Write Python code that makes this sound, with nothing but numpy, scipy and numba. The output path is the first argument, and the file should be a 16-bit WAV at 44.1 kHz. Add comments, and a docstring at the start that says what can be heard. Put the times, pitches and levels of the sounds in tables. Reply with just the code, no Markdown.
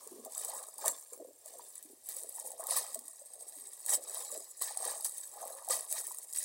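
"""Hands knead leafy greens in a plastic basin of water outdoors, heard from above, over a faint hiss.
Low plops and light snaps open; a hard squeeze before one second brings a spray of tiny bubbles and a loud snap.
Gentler trickling and low glugs follow, then hard squeezes near 2.7 s, a lull, and another hard one near 3.9 s.
From 4.6 s squeezes crowd together; a last one near 6.35 s, with small snaps, still sprays as the scene ends.
Bubbles are rising, dying sine tones; snaps are noise cracks; the basin adds resonances and echoes."""
import sys
import numpy as np
from scipy import signal
from scipy.fft import rfft, irfft
from scipy.io import wavfile
from scipy.ndimage import uniform_filter1d, map_coordinates
from numba import njit

SR = 44100
rng = np.random.default_rng(int(sys.argv[2]) if len(sys.argv) > 2 else 0)


def persist_wave(psi):
    """Save psi, clipped to +-1, as 16-bit WAV."""
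    counts = np.round(np.clip(psi, -1, 1) * 32767).astype(np.int16)
    wavfile.write(sys.argv[1], SR, np.atleast_2d(counts).T)


N = 284004  # length in samples, about 6.4 s

# Tone colour from the echo of the basin rim and the microphone: pitch_hz [Hz], level_db [dB]
RIM_COLOUR = [(150, -33), (230, -18), (650, -13.5), (1100, -10.5), (1430, -30), (1900, -20.5), (2850, -28),
              (4000, -18.5), (6000, -16), (7300, -8), (8200, -3), (10400, -5.5), (11500, -13.5),
              (12800, -10), (14300, -17), (15400, -11.5)]


def undb(db):
    """Turn decibels into an amplitude gain."""
    return 10 ** (np.asarray(db) / 20)


def power_from_db(db):
    """Turn decibels into power, the square of the amplitude gain."""
    return undb(2 * db)


def unit(x):
    """Scale a signal to an rms level of 1."""
    return x / np.sqrt(np.mean(x ** 2))


def shape(x, table):
    """Filter through (Hz, dB) points; folding the cepstrum makes the filter respond without looking ahead."""
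    hz, db = np.transpose(table)
    size = 2048
    grid_hz = np.maximum(np.arange(size // 2 + 1), 1) * SR / size
    log_gain = np.interp(np.log(grid_hz), np.log(hz), db) * np.log(10) / 20
    cepstrum = irfft(log_gain)
    cepstrum[1:size // 2] *= 2
    cepstrum[size // 2 + 1:] = 0
    impulse = irfft(np.exp(rfft(cepstrum)))
    return signal.fftconvolve(x, impulse)[:N]


def walk(rate_hz):
    """Random levels, each held for one step and smoothed into the next, with an rms of 1."""
    hold = int(SR / rate_hz)
    steps = np.repeat(rng.standard_normal(N // hold + 1), hold)
    return unit(uniform_filter1d(steps, hold)[:N])


def curves(table):
    """Join the columns of a table by straight lines in time."""
    s, *columns = np.transpose(table)
    return [np.interp(np.arange(N) / SR, s, column) for column in columns]


def swell(peak_s, rise_s, fall_s):
    """Power of one movement: it climbs and falls steadily in dB around a rounded top."""
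    rounding = 0.2  # as a share of the rise or fall time
    t = np.arange(N) / SR - peak_s
    # very short or negative times are held at a small minimum
    away = np.where(t < 0, t / max(rise_s, .012), t / max(fall_s, .03))
    return power_from_db(-20 * (np.hypot(away, rounding) - rounding))


def kneading():
    """Each squeeze presses the leaves under; its power adds to that of water draining between squeezes."""
    # Squeezes: peak_s [s], rise_s and fall_s [s, for 20 dB on the straight slopes, with a minimum],
    # then fine_spray_db, coarse_spray_db, gurgle_db [dB, before the top is rounded and powers add]
    squeezes = [(0.006, -6, 0.37, -58, -68.5, -64.5), (0.404, 0.15, 0.28, -46, -57.5, -60),
                (0.553, 0.27, 0.19, -49.5, -63.5, -52), (0.871, 0.057, 0.05, -38.5, -48.5, -41),
                (0.881, 0.14, 0.2, -47.5, -60.5, -59.5), (1.132, 0, 0.04, -48.5, -62.5, -61),
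                (1.478, 0.07, 0.4, -56.5, -68, -68), (1.763, 0.04, 0.09, -56.5, -69, -97),
                (2.096, 0.0447, 0.24, -46.5, -59, -64), (2.393, 0.12, 0.36, -48, -64, -74),
                (2.601, -0.18, 0.41, -51, -72, -51), (2.708, 0.0336, 0.17, -37, -44.5, -44.5),
                (2.772, 0.0136, 0.0526, -34, -44.5, -47), (2.949, 0.12, 0.01, -49, -64.5, -84),
                (3.568, 0.44, 1.5, -55.5, -68.5, -70), (3.896, 0.0359, -0.06, -36.5, -49, -54),
                (3.94, 0.06, -0.0728, -31, -43.5, -45.5), (4.175, 0.22, 0.22, -46.5, -56.5, -54),
                (4.315, -0.15, 0.22, -50, -62, -61.5), (4.616, -0.1655, 0.09, -38.5, -50, -52.5),
                (4.674, -0.14, 0.13, -52, -54, -56.5), (4.862, 0.0947, 0.18, -43, -51.5, -46),
                (5.052, -0.2, -0.01, -33.5, -48, -53), (5.411, 0.11, 0.72, -51.5, -64, -54.5),
                (5.703, 0.0123, 0.11, -32, -42, -42), (5.93, 0.06, 0.26, -41.5, -55.5, -56.5),
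                (5.973, 0.02, 0, -56, -46, -52), (6.35, -0.01, 2.5, -41.5, -53.5, -70)]
    # Water draining through the leaves: time_s [s], fine_spray_db [dB]
    trickle = [(0.0, -69), (1.0, -59.5), (1.35, -67.5), (1.7, -57), (2.0, -65), (2.2, -55.5), (2.9, -89),
               (3.05, -56.5), (3.25, -60), (3.7, -60.5), (4.5, -59), (5.2, -48.5), (5.6, -74.5),
               (5.85, -56), (6.28, -54.5), (6.44, -53)]
    coarse_db, gurgle_db = -15.5, -20.5  # trickle levels relative to its fine spray
    fine = power_from_db(curves(trickle)[0])
    coarse = fine * power_from_db(coarse_db)
    low = fine * power_from_db(gurgle_db)
    for peak_s, rise_s, fall_s, squeeze_fine_db, squeeze_coarse_db, squeeze_low_db in squeezes:
        power = swell(peak_s, rise_s, fall_s)
        fine = fine + power_from_db(squeeze_fine_db) * power
        coarse = coarse + power_from_db(squeeze_coarse_db) * power
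        low = low + power_from_db(squeeze_low_db) * power
    return np.sqrt(fine), np.sqrt(coarse), np.sqrt(low)


@njit
def ring(n, start, hz, cycles, glide, size, onset):
    """Bubbles: each swells over a share of its life, dies in a few cycles (to 1/e) and rises in pitch."""
    y = np.zeros(n)
    for k in range(len(start)):
        life = cycles[k] * SR / hz[k]  # in samples
        phase = 0.
        for i in range(min(int(5 * life), n - start[k])):
            cycles_per_sample = min(hz[k] * (1 + glide * i / life) / SR, .45)
            phase += 2 * np.pi * cycles_per_sample
            envelope = np.exp(-i / life) * (1 - np.exp(-i / (onset * life)))
            y[start[k] + i] += size[k] * envelope * np.sin(phase)
    return y


def swarm(per_s, hz_of, cycles, glide, scatter_db, onset):
    """Bubbles at random moments: many small, few large, with equal mean energy at any pitch."""
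    u = rng.random((int(per_s * N / SR), 4)).T
    start = (u[0] * N).astype(np.int64)
    hz = hz_of(start, u[1])
    # high bubbles die sooner, so they start louder
    size = undb(-scatter_db * np.log(1 - u[2])) * np.sqrt(hz)
    return ring(N, start, hz, cycles * (.5 + u[3]), glide, size, onset)


def steady(x, window_s):
    """Colour a sound by rim and microphone, then even out its slow level."""
    x = shape(x, RIM_COLOUR)
    mean_power = uniform_filter1d(x ** 2, int(window_s * SR))
    return unit(x / np.sqrt(mean_power + 1e-12))


def spray(lo_hz, hi_hz, per_s, cycles, scatter_db, spurt_db, ping_db):
    """Tiny bubbles of all sizes between two pitches in quick spurts; a few ring on for longer."""
    def any_pitch(at, u):
        return lo_hz + (hi_hz - lo_hz) * u
    fizz = unit(swarm(per_s, any_pitch, cycles, 0.059, scatter_db, 0.12))
    pings = unit(swarm(per_s / 12, any_pitch, 29.0, 0.0071, 2.63, 0.078))
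    # slower and quicker random changes make the spurts
    spurts = undb(spurt_db * (0.66 * walk(40) + 0.71 * walk(400)))
    return steady((fizz + undb(ping_db) * pings) * spurts, 0.091)


def gurgle(pitch_hz, per_s, spread, cycles):
    """Air pockets escape from the leaves as bubbles scattered in pitch round a moving centre."""
    def near_centre(at, u):
        return pitch_hz[at] * np.exp(spread * (u - .45))
    return steady(swarm(per_s, near_centre, cycles, 0.023, 1.9, 0.11), 0.07)


def squeeze_gurgle(low):
    """Squeezed-out air bubbles; harder squeezes tear off smaller ones, which sound higher."""
    middle_hz, hz_per_db = 795.3, 7  # centre pitch at a gurgle gain of -50 dB, and its rise with level
    low_db = 20 * np.log10(low)
    pitch_hz = np.clip(middle_hz + hz_per_db * (low_db + 50), 300, 1100)
    return low * gurgle(pitch_hz, 450, 1.387, 3.48)


def glugs():
    """Larger air pockets glug out as the leaves shift: runs of big bubbles, pitched by the loudest glug."""
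    # Glugs: peak_s [s], length_s [s, the fall time before its minimum],
    # level_db [dB, before the top is rounded], pitch_hz [Hz, around which bubbles scatter]
    air_pockets = [(0.191, 0.12, -54.5, 309), (0.269, 0.03, -52, 496), (0.869, 0.064, -53, 341),
                   (1.234, 0.092, -50, 394.5), (1.563, 0.13, -58.5, 502), (1.918, 0.058, -57.5, 292),
                   (2.253, 0.065, -55, 450), (2.486, 0.18, -54.5, 588), (2.985, 0.084, -62, 298),
                   (3.414, 0.19, -62.5, 522), (3.578, 0.024, -63, 293), (3.67, 0.063, -65, 325),
                   (3.985, 0.087, -54.5, 425), (4.361, 0.056, -48.5, 442), (5.435, 0.1, -48.5, 680.0)]
    rise_share = 0.95  # rise time as a share of length_s
    powers = []
    for peak_s, length_s, level_db, _ in air_pockets:
        powers.append(power_from_db(level_db) * swell(peak_s, rise_share * length_s, length_s))
    powers = np.array(powers)
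    pitch_hz = np.array(air_pockets)[powers.argmax(axis=0), -1]
    return np.sqrt(powers.sum(axis=0)) * gurgle(pitch_hz, 140, 0.704, 3.1)


def snaps():
    """Each water film tears in a ragged noise crack of a millisecond or two, some duller, some brighter."""
    # Snapping films: start_s [s], level_db [dB, before the shared trim and the random peaks of the noise]
    films = [(0.074, -28.5), (0.2492, -25.5), (0.3216, -29), (0.379, -18.5), (0.4477, -19), (0.7816, -25),
             (0.8583, -16), (0.8804, -7.5), (1.459, -28), (1.755, -27), (1.8267, -29), (2.0881, -20),
             (2.0954, -26), (2.166, -21.5), (2.2336, -27), (2.293, -23.5), (2.5175, -27), (2.6383, -24),
             (2.6692, -18.5), (2.716, -21), (2.7646, -14), (2.772, -13), (2.9451, -17.5), (2.9554, -26),
             (2.991, -25), (3.0809, -27), (3.4321, -45), (3.862, -18), (3.9045, -20), (3.9364, -11),
             (4.0796, -39), (4.145, -22), (4.222, -28), (4.2497, -33.5), (4.309, -37), (4.3165, -23),
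             (4.324, -31), (4.342, -26.5), (4.3625, -32.5), (4.376, -24), (4.6215, -12.5), (4.7728, -17),
             (4.8289, -26), (4.8512, -19), (4.8758, -24), (5.0084, -24), (5.046, -15.5), (5.0946, -25),
             (5.1736, -29), (5.2116, -29), (5.3632, -36), (5.474, -28), (5.57, -33), (5.687, -18),
             (5.9123, -22), (5.9252, -12.5), (6.04, -30), (6.0682, -20.5), (6.0766, -25), (6.093, -47),
             (6.1215, -26.5), (6.1464, -27), (6.1852, -22), (6.327, -24), (6.3335, -22), (6.347, -29.5),
             (6.3607, -19), (6.3742, -21), (6.3949, -26)]
    rise_s, fall_s, trim_db = 0.00025, 0.0015, -7
    tilt_db = 6.5  # spread of brightness from snap to snap
    t = np.arange(int(.012 * SR)) / SR
    envelope = (1 - np.exp(-t / rise_s)) * np.exp(-t / fall_s)
    body, top = (shape(rng.standard_normal(N), RIM_COLOUR) for _ in range(2))
    body = signal.lfilter(*signal.butter(1, 5000, "high", fs=SR), body)
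    top = signal.sosfilt(signal.butter(3, 10500, "high", fs=SR, output="sos"), top)
    out = np.zeros(N + len(t))
    for (start_s, level_db), tilt in zip(films, rng.standard_normal(len(films))):
        at = slice(int(start_s * SR), int(start_s * SR) + len(t))
        crack = envelope * (body[at] + undb(-3 + tilt_db * tilt) * top[at])
        crack_rms = np.sqrt(np.sum(crack ** 2) / np.sum(envelope ** 2))
        out[at] += undb(level_db + trim_db) * crack / crack_rms
    return out[:N]


def plops():
    """Big bubbles and drops each ring as one low tone that rises a little as it dies."""
    # Plops: start_s [s], level_db [dB, before the swell and decay], pitch_hz [Hz, at the start]
    drops = [(0.066, -42, 433), (0.116, -37, 350), (0.137, -39.5, 357), (0.157, -40, 393),
             (0.277, -45, 600), (0.259, -38.5, 747), (0.487, -36.5, 660), (0.534, -33, 860),
             (0.789, -37.5, 865), (0.843, -26.5, 860), (1.122, -41.5, 467), (1.199, -38.5, 625),
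             (1.251, -41.5, 520), (1.456, -47, 615), (1.595, -36.5, 920), (1.85, -47.5, 303),
             (2.164, -46, 507), (2.24, -49, 466), (2.384, -36.5, 887), (2.596, -33.5, 626),
             (2.956, -36, 633), (3.216, -45.5, 560), (4.323, -40, 490), (4.351, -38.5, 616),
             (4.617, -39, 1086), (4.707, -34.5, 824), (4.769, -35.5, 727), (4.827, -33.5, 715),
             (5.37, -39, 776), (5.42, -35.5, 655), (5.678, -31, 760), (6.11, -36.5, 947)]
    start_s, level_db, pitch_hz = np.transpose(drops)
    start = (start_s * SR).astype(np.int64)
    cycles = np.full(len(start), 3.8)
    return ring(N, start, pitch_hz, cycles, 0.026, undb(level_db), 0.28)


@njit
def svf(x, hz, width):
    """Band-pass filter with a moving centre: two linked stores trade energy; gain 1 at the centre."""
    y, band, low = np.empty(len(x)), 0., 0.
    for i in range(len(x)):
        g, k = np.tan(np.pi * hz[i] / SR), width / hz[i]
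        v = (band + g * (x[i] - low)) / (1 + g * (g + k))
        band, low, y[i] = 2 * v - band, low + 2 * g * v, k * v
    return y


def basin(x):
    """Resonances swell and drift as hands and leaves move; a wall bounce and a patter of echoes follow."""
    # Narrow resonances of the air inside: pitch_hz [Hz, before shifting], width_hz [Hz],
    # level_db [dB, before the opening and random changes]
    narrow = [(1810, 365, -1.5), (4050, 430, -5.5), (5110, 170, -3.5), (6880, 148, -1), (8330, 253, 4.5),
              (10550, 100, -10)]
    # Broad brightness that fades as the narrow resonances grow: the same columns
    broad = [(9880, 1250, -4), (13100, 730, -4.5)]
    # Hands uncover the basin: time_s [s], strength_db [dB], pitch_shift [ratio]
    opening = [(0, -2.5, 0.82), (0.5, 3.5, 0.98), (1.0, 0, 0.88), (1.55, 0, 0.91), (2.0, -1.5, 0.95),
               (2.7, -1, 0.97), (3.1, 7, 0.98), (3.8, 1.5, 0.98), (4.5, 5.5, 0.98), (5.25, 3, 0.95),
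               (5.6, -0.5, 0.96), (6.44, 1, 0.98)]
    bounce_s, bounce_db = 0.00153, -12  # delay before dividing by the shift, and level
    open_db, shift = curves(opening)
    for hz, width_hz, db in narrow:
        gain = undb(db + open_db + 2.1 * walk(2.47))
        centre_hz = hz * shift * (1 + 0.015 * walk(3.4))
        x = x + gain * svf(x, centre_hz, 1. * width_hz)
    for hz, width_hz, db in broad:
        gain = undb(db - open_db + 2.5 * walk(3.71))
        x = x + gain * svf(x, hz * shift, 1. * width_hz)
    # sound returning from the wall ripples the treble
    read_at = np.arange(N) - bounce_s * SR / shift
    x = x + undb(bounce_db) * map_coordinates(x, [read_at], mode="mirror")
    t = np.arange(int(.08 * SR)) / SR
    echoes = rng.standard_normal(len(t)) * np.exp(-t / 0.015) * (t > .001)
    echoes = echoes / np.sqrt(np.sum(echoes ** 2))
    return x + undb(-11) * signal.fftconvolve(x, echoes)[:N]


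def outdoor_hiss():
    """Faint outdoor air: coloured noise whose level wavers at random."""
    # Colour of the outdoor hiss: pitch_hz [Hz], level_db [dB per Hz, before scaling to the overall level]
    air_colour = [(25, -20), (110, -10), (160, -20), (628, 0.5), (1420, -18), (2870, -15), (6150, -8),
                  (8200, -6.5), (15800, -7.5)]
    level_db = -65.5  # overall level, around which it wavers
    gain = undb(level_db + 2.1 * walk(8.8))
    return gain * unit(shape(rng.standard_normal(N), air_colour))


def scene():
    """Spray, gurgle, glugs, snaps and plops sound in the basin, over the outdoor hiss."""
    fine, coarse, low = kneading()
    # spurts merge into a smooth gush as the fine spray nears the gush level
    gush_db, gush_range_db = -27.5, 23
    patchy = np.clip((gush_db - 20 * np.log10(fine)) / gush_range_db, .15, 1)
    fine_spray = fine * spray(5512, 16470, 9000, 1.7, 2.7, 4.33 * patchy, -1.4)
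    coarse_spray = coarse * spray(1498, 5972, 2500, 3.3, 1.5, 3.8 * patchy, -4.0)
    low_bubbles = squeeze_gurgle(low) + glugs()
    water = basin(fine_spray + coarse_spray + low_bubbles + snaps() + plops())
    # the microphone hears little bass from the water
    low_cut_hz = 174
    water = signal.sosfilt(signal.butter(6, low_cut_hz, "high", fs=SR, output="sos"), water)
    return (water + outdoor_hiss())[None]


def record(dry):
    """The phone's steep low-pass filter cuts the top of the treble."""
    top_hz = 15900
    return signal.sosfilt(signal.ellip(10, .2, 70, top_hz, fs=SR, output="sos"), dry)


dry = scene()
out = record(dry)
persist_wave(out)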